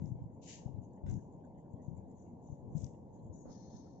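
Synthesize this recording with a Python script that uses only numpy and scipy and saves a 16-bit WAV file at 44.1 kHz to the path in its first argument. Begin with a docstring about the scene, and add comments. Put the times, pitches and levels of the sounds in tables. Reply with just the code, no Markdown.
"""A quiet room, a cloth-covered padded surface, a phone close by: two hands take a plastic pen apart.
Over dull room noise and a faint hiss, knuckles bump and shuffle on the padding and a hand brushes
the cloth. The pen's parts scrape and rasp by stick-slip friction, knock lightly and snap with ticks
that ring the barrel. Near the end the refill squeaks out, scuffs down and drags over the cloth."""
import sys
import numpy as np
from scipy import signal
from scipy.fft import rfft, irfft
from scipy.io import wavfile
from scipy.ndimage import uniform_filter1d

SR = 44100
rng = np.random.default_rng(int(sys.argv[2]) if len(sys.argv) > 2 else 0)


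def unload_audio(sound):
    """Save the sound as a 16-bit wav file, at the path given as the first command line argument."""
    columns = np.transpose(np.atleast_2d(sound))
    # keep every value between -1 and 1, then stretch to whole-number steps
    steps = np.round(np.clip(columns, -1, 1) * 32767)
    wavfile.write(sys.argv[1], SR, steps.astype(np.int16))


N = 176400
T = np.arange(N) / SR
FREQ_HZ = np.arange(N // 2 + 1) * SR / N
TOP_HZ = 8000


def undb(db):
    """Decibels to gain."""
    return 10 ** (np.asarray(db) / 20)


def pan(pan_db):
    """Constant-power stereo gains; pan_db is left minus right."""
    gains = undb([[pan_db / 2], [-pan_db / 2]])
    return gains / np.sqrt(np.sum(gains ** 2))


def unit(x):
    """Scale to rms 1."""
    return x / np.sqrt(np.mean(x ** 2))


def noise():
    """White noise, independent per channel."""
    return rng.standard_normal((2, N))


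def wander(rate_hz):
    """Smooth random drift, rms 1."""
    hold = max(int(SR / rate_hz), 2)
    steps = np.repeat(rng.standard_normal(N // hold + 1), hold)
    return unit(uniform_filter1d(steps, hold)[:N])


def filtered(x, gain):
    """Apply a gain per frequency bin; output rms 1."""
    return unit(irfft(rfft(x) * gain, N))


def colour(x, spectrum):
    """Shape by a spectrum interpolated over log frequency; output rms 1."""
    hz, db = np.array(spectrum).T
    return filtered(x, undb(np.interp(np.log(FREQ_HZ + 1), np.log(hz), db)))


def resonate(x, modes):
    """Pass through parallel resonances; output rms 1."""
    peaks = sum(undb(db) / (1 + (2 * (FREQ_HZ - hz) / width_hz) ** 2) for hz, width_hz, db in modes)
    return filtered(x, peaks)


def ripple(x, depth_db, width_hz):
    """Lay random narrow peaks and dips over the spectrum; output rms 1."""
    heights = rng.standard_normal(1024)
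    ripple_db = depth_db * np.interp(FREQ_HZ / width_hz, np.arange(len(heights)), heights)
    return filtered(x, undb(ripple_db))


def flicker(x, depth_db, rate_hz, band_count):
    """Bands swell and fade independently at random; output rms 1."""
    spectrum = rfft(x)
    centres_hz, step_hz = np.linspace(0, TOP_HZ, band_count, retstep=True)
    bands = (irfft(spectrum * np.maximum(1 - abs(FREQ_HZ - hz) / step_hz, 0), N) for hz in centres_hz)
    return unit(sum(band * undb(depth_db * wander(rate_hz)) for band in bands))


def friction(snaps_per_s, rough):
    """Uneven stick-slip snaps over smooth hiss; rough is the snaps' share of the power."""
    snaps = (rng.random(N) < snaps_per_s / SR) * rng.exponential(1, N) * noise()
    return np.sqrt(rough) * unit(snaps) + np.sqrt(1 - rough) * noise()


def strokes(rows):
    """Stereo envelope: each stroke rises, holds, then drops 40 dB per fall_s."""
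    envelope = 0
    for start_s, rise_s, hold_s, fall_s, level_db, pan_db in rows:
        rise = np.clip((T - start_s) / rise_s, 0, 1)
        fall = np.exp(-np.log(100) * np.maximum(T - start_s - rise_s - hold_s, 0) / fall_s)
        envelope = envelope + rise * fall * undb(level_db) * pan(pan_db)
    return envelope


def blows(rows, rise_s, glide):
    """Each contact swells one heavily damped resonance; its pitch sags as the pressure lets go."""
    out = np.zeros((2, N))
    for start_s, level_db, pitch_hz, pan_db in rows:
        i = int(start_s * SR)
        age = T[:min(SR // 10, N - i)] / rise_s
        sagging_hz = pitch_hz * (1 + glide * (2 * np.exp(-age / 2) - 1))
        tone = np.sin(2 * np.pi * np.cumsum(sagging_hz) / SR)
        swell = (age * np.exp(1 - age)) ** 2
        out[:, i:i + len(age)] += swell * tone * undb(level_db) * pan(pan_db)
    return out


# Room noise common to both microphones, and separate at each: freq_hz, gain_db
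ROOM_COMMON_SPECTRUM = [(25, -34), (60, -19), (110, -4), (190, 0), (290, -3.5), (390, -11), (490, -12),
                        (650, -19), (930, -15), (1080, -30), (1250, -55), (1600, -62.5), (8000, -74.5)]
ROOM_SEPARATE_SPECTRUM = [(25, -16.5), (50, -5.5), (100, 5), (170, -2), (280, -8.5), (380, -12.5),
                          (500, -5), (700, -8.5), (950, -18), (1100, -24.5), (1280, -43.5), (1800, -46),
                          (2800, -55), (5500, -57), (6800, -40), (8000, -57)]

def room(left_lag_s=0.00016, waver_db=0.77):
    """Dull air noise, wavering slightly; the common part reaches the left microphone later."""
    air = undb(-51.5) * colour(rng.standard_normal(N), ROOM_COMMON_SPECTRUM)
    common = np.array([np.interp(T - left_lag_s, T, air), air])
    separate = undb(-56) * colour(noise(), ROOM_SEPARATE_SPECTRUM)
    return (common + separate) * pan(1.5) * undb(waver_db * wander(rate_hz=12))


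# Faint hiss: freq_hz, gain_db
HISS_SPECTRUM = [(1000, -8.5), (1400, 0.5), (1900, -2), (2500, -8), (3500, -10.5), (4500, -15.5),
                 (6000, -12.5), (8000, -20)]

def faint_flickering_hiss():
    """A very faint, constant hiss whose bands swell and fade at random."""
    hiss = colour(noise(), HISS_SPECTRUM)
    return flicker(hiss, depth_db=8, rate_hz=28, band_count=30) * undb(-88.5) * pan(4.5)


# Hand over cloth: start_s, rise_s, hold_s, fall_s, level_db, pan_db
BRUSH_STROKES = [(.412, 0.023, 0.033, 0.11, -61, 8.5), (.457, 0.04, 0.037, 0.23, -51, 5.5)]
# Skin on the weave: freq_hz, gain_db
BRUSH_SPECTRUM = [(1250, -62), (1480, -23), (1700, -7), (2400, -5), (2840, -2), (3500, -6.5), (4500, -5),
                  (5500, -3), (6600, 5.5), (7300, 1), (8000, -18)]

def hand_brushes(light_cutoff_hz=2350, full_pressure_at_s=0.475, press_s=0.0081):
    """Skin brushes the weave: thin at first, fuller once the hand bears down."""
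    weave = colour(friction(snaps_per_s=13000, rough=0.089), BRUSH_SPECTRUM)
    full = ripple(weave, depth_db=1.5, width_hz=45)
    thin = signal.sosfilt(signal.butter(8, light_cutoff_hz, "high", fs=SR, output="sos"), full)
    pressure = np.clip((T - full_pressure_at_s) / press_s + 1, 0, 1)
    return strokes(BRUSH_STROKES) * (pressure * full + (1 - pressure) * thin)


# Weight shifts: start_s, rise_s, hold_s, fall_s, level_db, pan_db
SHUFFLE_STROKES = [(0, 0.0068, 0.051, 0.58, -37.5, 6.5), (.66, 0.02, 0.12, 0.19, -43.5, 20.5),
                   (1.03, 0.034, 0.11, 0.11, -36, 8.5), (1.86, 0.027, 0.079, 0.5, -46, 17),
                   (2.58, 0.048, 0.043, 0.28, -46.5, 9), (2.75, 0.016, 0.08, 0.16, -41, 20),
                   (3.18, 0.073, 0.11, 0.32, -52, 3), (3.7, 0.042, 0.074, 0.2, -61.5, -7.5)]
# Friction through the padding: freq_hz, gain_db
SHUFFLE_SPECTRUM = [(25, -14.5), (50, -17), (80, -1), (120, 4.5), (180, -6), (280, -11.5), (450, -29.5),
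                    (1000, -40.5), (1400, -76)]

def hand_shuffles():
    """Hands shift their weight: low friction through the padded surface."""
    return strokes(SHUFFLE_STROKES) * colour(friction(snaps_per_s=170, rough=0.29), SHUFFLE_SPECTRUM)


# Knuckles on the padding: start_s, level_db, pitch_hz, pan_db
KNUCKLE_HITS = [(.018, -31, 177, 18), (.039, -28.5, 170, 19), (.117, -27, 131, 15),
                (.216, -30.5, 122.4, -24), (.238, -35, 120, 12), (.256, -33, 144, -24),
                (.657, -27.5, 126, 31), (.688, -31.5, 141, 22), (.784, -32.5, 124, 33),
                (1.036, -28.5, 84.4, 30), (1.070, -35, 140, 20), (1.085, -27.5, 111, 30.5),
                (1.118, -42, 135, -23), (1.137, -30.5, 134, 18), (1.162, -34.5, 176, 8),
                (1.737, -32.5, 120, 19), (1.879, -32, 130, 17.5), (1.911, -32.5, 153, 20.5),
                (1.929, -35.5, 168, 14.5), (1.976, -40.5, 130, 12), (2.497, -35, 140, 19),
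                (2.523, -30.5, 119, 33), (2.726, -38.5, 121, -14), (2.749, -24, 143.6, 28.5),
                (2.763, -27, 167, 24), (2.808, -31.5, 120, 28), (2.834, -27.5, 121.6, 21),
                (3.298, -38, 112, 23), (3.453, -42, 230, 9), (3.744, -38.5, 132, -33)]

def knuckle_bumps():
    """Knuckles land on the padded surface with soft, low thuds."""
    return blows(KNUCKLE_HITS, rise_s=0.0051, glide=0.09)


# Lightest finger contacts: start_s, rise_s, hold_s, fall_s, level_db, pan_db
TOUCH_STROKES = [(.31, .023, 0.027, .093, -83.5, 8.8), (.92, .01, 0.038, .08, -83.5, 15),
                 (1.31, 0.013, 0.018, .13, -81, 8.2), (1.43, .014, 0.018, .09, -81, 14),
                 (1.57, 0.012, 0.026, .09, -81, 12), (1.7, 0.011, 0.033, .09, -83, 16),
                 (1.945, 0.0068, 0.037, .1, -79.5, 18.8), (2.07, 0.012, 0.04, .09, -81, 13),
                 (2.585, 0.0095, .02, .09, -87, 10), (3.21, 0.016, .042, .14, -79.5, 19)]
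# Their resonances: freq_hz, width_hz, gain_db
TOUCH_RESONANCES = [(6680, 130, -1.5), (7200, 170, -1.5)]

def finger_touches():
    """Light friction on the pen: a thin, high whisper."""
    return strokes(TOUCH_STROKES) * resonate(friction(snaps_per_s=400, rough=0.4), TOUCH_RESONANCES)


# Fingertips on the barrel: start_s, rise_s, hold_s, fall_s, level_db, pan_db
SLIP_STROKES = [(-.02, 0.021, 0.072, 0.15, -79.5, 38), (.81, 0.025, 0.014, 0.13, -75, 7.5),
                (1.2, 0.012, 0.036, .12, -81.5, 16), (1.815, 0.0061, 0.046, 0.2, -76.5, 18),
                (2.145, 0.03, 0.051, 0.28, -74.5, 21), (2.41, 0.035, 0.083, 0.23, -74.5, 12),
                (2.68, 0.089, 0.011, 0.079, -76.5, 2.6), (3.12, 0.022, 0.02, 0.19, -76.5, 24)]
# Slip hiss: freq_hz, gain_db
SLIP_SPECTRUM = [(1500, -23), (3500, -15), (5300, -30), (6000, -1), (6600, 5.5), (7200, 4), (7700, -18),
                 (8200, -30)]

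def finger_slips(pings_per_s=410, low_hz=5860, high_hz=7300, rise_s=0.002, t60_s=0.05, ping_share=0.45):
    """Skin ridges catch on the barrel: tiny high pings over thin hiss."""
    t = T[:SR // 20]
    pings = np.zeros((2, N + len(t)))
    envelope = np.exp(-np.log(1000) * t / t60_s) * (1 - np.exp(-t / rise_s))
    for when, pitch, size, right_phase in rng.random((int(pings_per_s * N / SR), 4)):
        i = int(when * N)
        pitch_hz = low_hz + pitch * (high_hz - low_hz)
        cycles = pitch_hz * t + np.array([[0], [right_phase]])
        pings[:, i:i + len(t)] += size * envelope * np.sin(2 * np.pi * cycles)
    hiss = colour(noise(), SLIP_SPECTRUM)
    slip = np.sqrt(ping_share) * unit(pings[:, :N]) + np.sqrt(1 - ping_share) * hiss
    return strokes(SLIP_STROKES) * slip


# Refill sliding: start_s, rise_s, hold_s, fall_s, level_db, pan_db
SQUEAK_STROKES = [(3.32, 0.025, 0.074, 0.27, -67, 11)]
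# Squeak resonances: freq_hz, width_hz, gain_db
SQUEAK_RESONANCES = [(5940, 77, -1), (6520, 100, 3), (6980, 79, 3)]

def refill_squeak():
    """The sliding refill excites narrow, high resonances."""
    return strokes(SQUEAK_STROKES) * resonate(noise(), SQUEAK_RESONANCES)


# Refill landing: start_s, rise_s, hold_s, fall_s, level_db, pan_db
SCUFF_STROKES = [(3.445, 0.015, 0.048, 0.081, -50, 0.0048)]
# Landing friction: freq_hz, gain_db
SCUFF_SPECTRUM = [(150, 4), (300, 4.5), (600, -4), (950, -5.5), (1300, -20), (1900, -30.5), (2400, -42),
                  (4000, -55)]

def refill_scuff():
    """The refill comes down on the cloth with a dull burst of friction."""
    return strokes(SCUFF_STROKES) * colour(friction(snaps_per_s=730, rough=0.1), SCUFF_SPECTRUM)


# Refill over cloth: time_s, level_db
DRAG_ENVELOPE = [(3.42, -100), (3.48, -75), (3.52, -64), (3.619, -67), (3.69, -67.5), (3.76, -65),
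                 (3.83, -70), (3.9, -73.5), (4.0, -78)]
# Drag hiss: freq_hz, gain_db
DRAG_SPECTRUM = [(1200, -8.5), (1450, -16), (1750, -17), (2300, -25), (2900, -26), (3250, -11), (3750, -7),
                 (4250, -5.5), (4700, -6), (5300, -1.5), (6200, 0), (6800, -5), (7500, -13), (8000, -41)]
# Refill resonances: freq_hz, width_hz, gain_db
REFILL_RESONANCES = [(1740, 130, -12.5), (4266, 140, -4), (5270, 220, -9), (6090, 220, 1)]

def refill_drag(ring_db=-3.5):
    """The refill hisses and rings over the cloth, flickering as the contact shifts."""
    time_s, level_db = np.array(DRAG_ENVELOPE).T
    envelope = undb(np.interp(T, time_s, level_db)) * (T > time_s[0])
    hiss = colour(friction(snaps_per_s=3400, rough=0.28), DRAG_SPECTRUM)
    hiss = ripple(hiss, depth_db=4.5, width_hz=59)
    ring = undb(ring_db) * resonate(friction(snaps_per_s=2300, rough=0.24), REFILL_RESONANCES)
    return envelope * flicker(hiss + ring, depth_db=2.5, rate_hz=22, band_count=24) * pan(10)


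# Parts twisting: start_s, rise_s, hold_s, fall_s, level_db, pan_db
TWIST_STROKES = [(0, 0.0068, 0.049, 0.16, -83.5, 6.2), (1.061, 0.0027, 0.04, 0.13, -67.5, 4.2)]
# Hollow barrel: freq_hz, width_hz, gain_db
BARREL_RESONANCES = [(1500, 360, -.5), (2050, 280, 0.5), (2750, 300, -10), (3550, 300, -6),
                     (3940, 160, -10.5), (5120, 170, -7), (5800, 200, -8), (6470, 110, -4), (7400, 260, -5)]

def pen_twists():
    """Parts twist against each other and rasp through the hollow barrel."""
    return strokes(TWIST_STROKES) * resonate(friction(snaps_per_s=2200, rough=0.25), BARREL_RESONANCES)


# Parts pulled out: start_s, rise_s, hold_s, fall_s, level_db, pan_db
SCRAPE_STROKES = [(.02, 0.05, 0.013, 0.15, -74.5, 11), (1.075, 0.025, 0.03, 0.27, -66.5, 9.3),
                  (2.745, 0.026, 0.067, 0.28, -64, 3.6)]
# Plastic on plastic: freq_hz, gain_db
SCRAPE_SPECTRUM = [(1300, -30.5), (2200, -19.5), (3500, -17), (4600, -20.5), (5700, -6.5), (6600, 1.5),
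                   (7400, -5), (8000, -18.5)]

def pen_scrapes():
    """Plastic slides on plastic; the grip shifts the barrel's narrow resonances at each stroke."""
    scrape = colour(friction(snaps_per_s=1100, rough=0.24), SCRAPE_SPECTRUM)
    return sum(strokes([row]) * ripple(scrape, depth_db=2, width_hz=160) for row in SCRAPE_STROKES)


# Parts knocking: start_s, level_db, pitch_hz, pan_db
PART_HITS = [(.677, -47.5, 806, 2), (1.472, -47.5, 560, 4), (1.876, -53.5, 535, 2), (1.981, -49.5, 508, 1),
             (2.486, -52, 820, -4), (2.775, -49, 573, 0), (3.455, -43.5, 530, -5), (3.490, -48, 570, -1)]

def pen_knocks():
    """Pen parts knock lightly, each hit one damped midrange resonance."""
    return blows(PART_HITS, rise_s=0.0026, glide=0.04)


# Plastic snaps: start_s, level_db, pan_db, pitch_ratio
TICK_HITS = [(0.0574, -57.5, 17.5, .97), (1.098, -53, -0.5, 1.05), (1.112, -52.5, 2.5, 1.17),
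             (1.124, -69, 17, 0.79), (1.1394, -52.5, 17, 1), (2.781, -51.5, 8, 1.06),
             (2.8431, -44, 18, 0.98), (2.854, -64, 4, 1.2), (2.865, -54, 19, 0.99), (2.878, -63, 12, 0.96)]
# Finger-damped barrel: base_hz, gain_db, t60_s
BARREL_TICK_MODES = [(2800, -20, 0.0072), (3640, -13, .005), (5100, -15, 0.015), (6040, -2, 0.0096),
                     (6800, -4, 0.0059), (7100, -14, 0.0083)]

def pen_ticks(rise_s=0.00055, detune=0.022):
    """The barrel, damped by the fingers, rings for a few milliseconds at each snap."""
    out, t = np.zeros((2, N)), T[:SR // 20]
    attack = 1 - np.exp(-(t / rise_s) ** 2)
    for start_s, level_db, pan_db, pitch_ratio in TICK_HITS:
        ratios = pitch_ratio * (1 + detune * rng.standard_normal(len(BARREL_TICK_MODES)))
        ring = np.zeros(len(t))
        for (base_hz, gain_db, t60_s), ratio in zip(BARREL_TICK_MODES, ratios):
            decay = np.exp(-np.log(1000) * t / t60_s)
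            ring += undb(gain_db) * attack * decay * np.sin(2 * np.pi * base_hz * ratio * t)
        i = int(start_s * SR)
        out[:, i:i + len(t)] += ring / np.abs(ring).max() * undb(level_db) * pan(pan_db)
    return out


def scene():
    """Hands, refill and pen over room noise and faint hiss."""
    background = room() + faint_flickering_hiss()
    hands = hand_brushes() + hand_shuffles() + knuckle_bumps() + finger_touches() + finger_slips()
    refill = refill_squeak() + refill_scuff() + refill_drag()
    pen = pen_twists() + pen_scrapes() + pen_knocks() + pen_ticks()
    return background + hands + refill + pen


def record(dry):
    """The phone cuts the treble above TOP_HZ."""
    return signal.sosfilt(signal.ellip(10, 0.2, 80, TOP_HZ, fs=SR, output="sos"), dry)


dry = scene()
out = record(dry)
unload_audio(out)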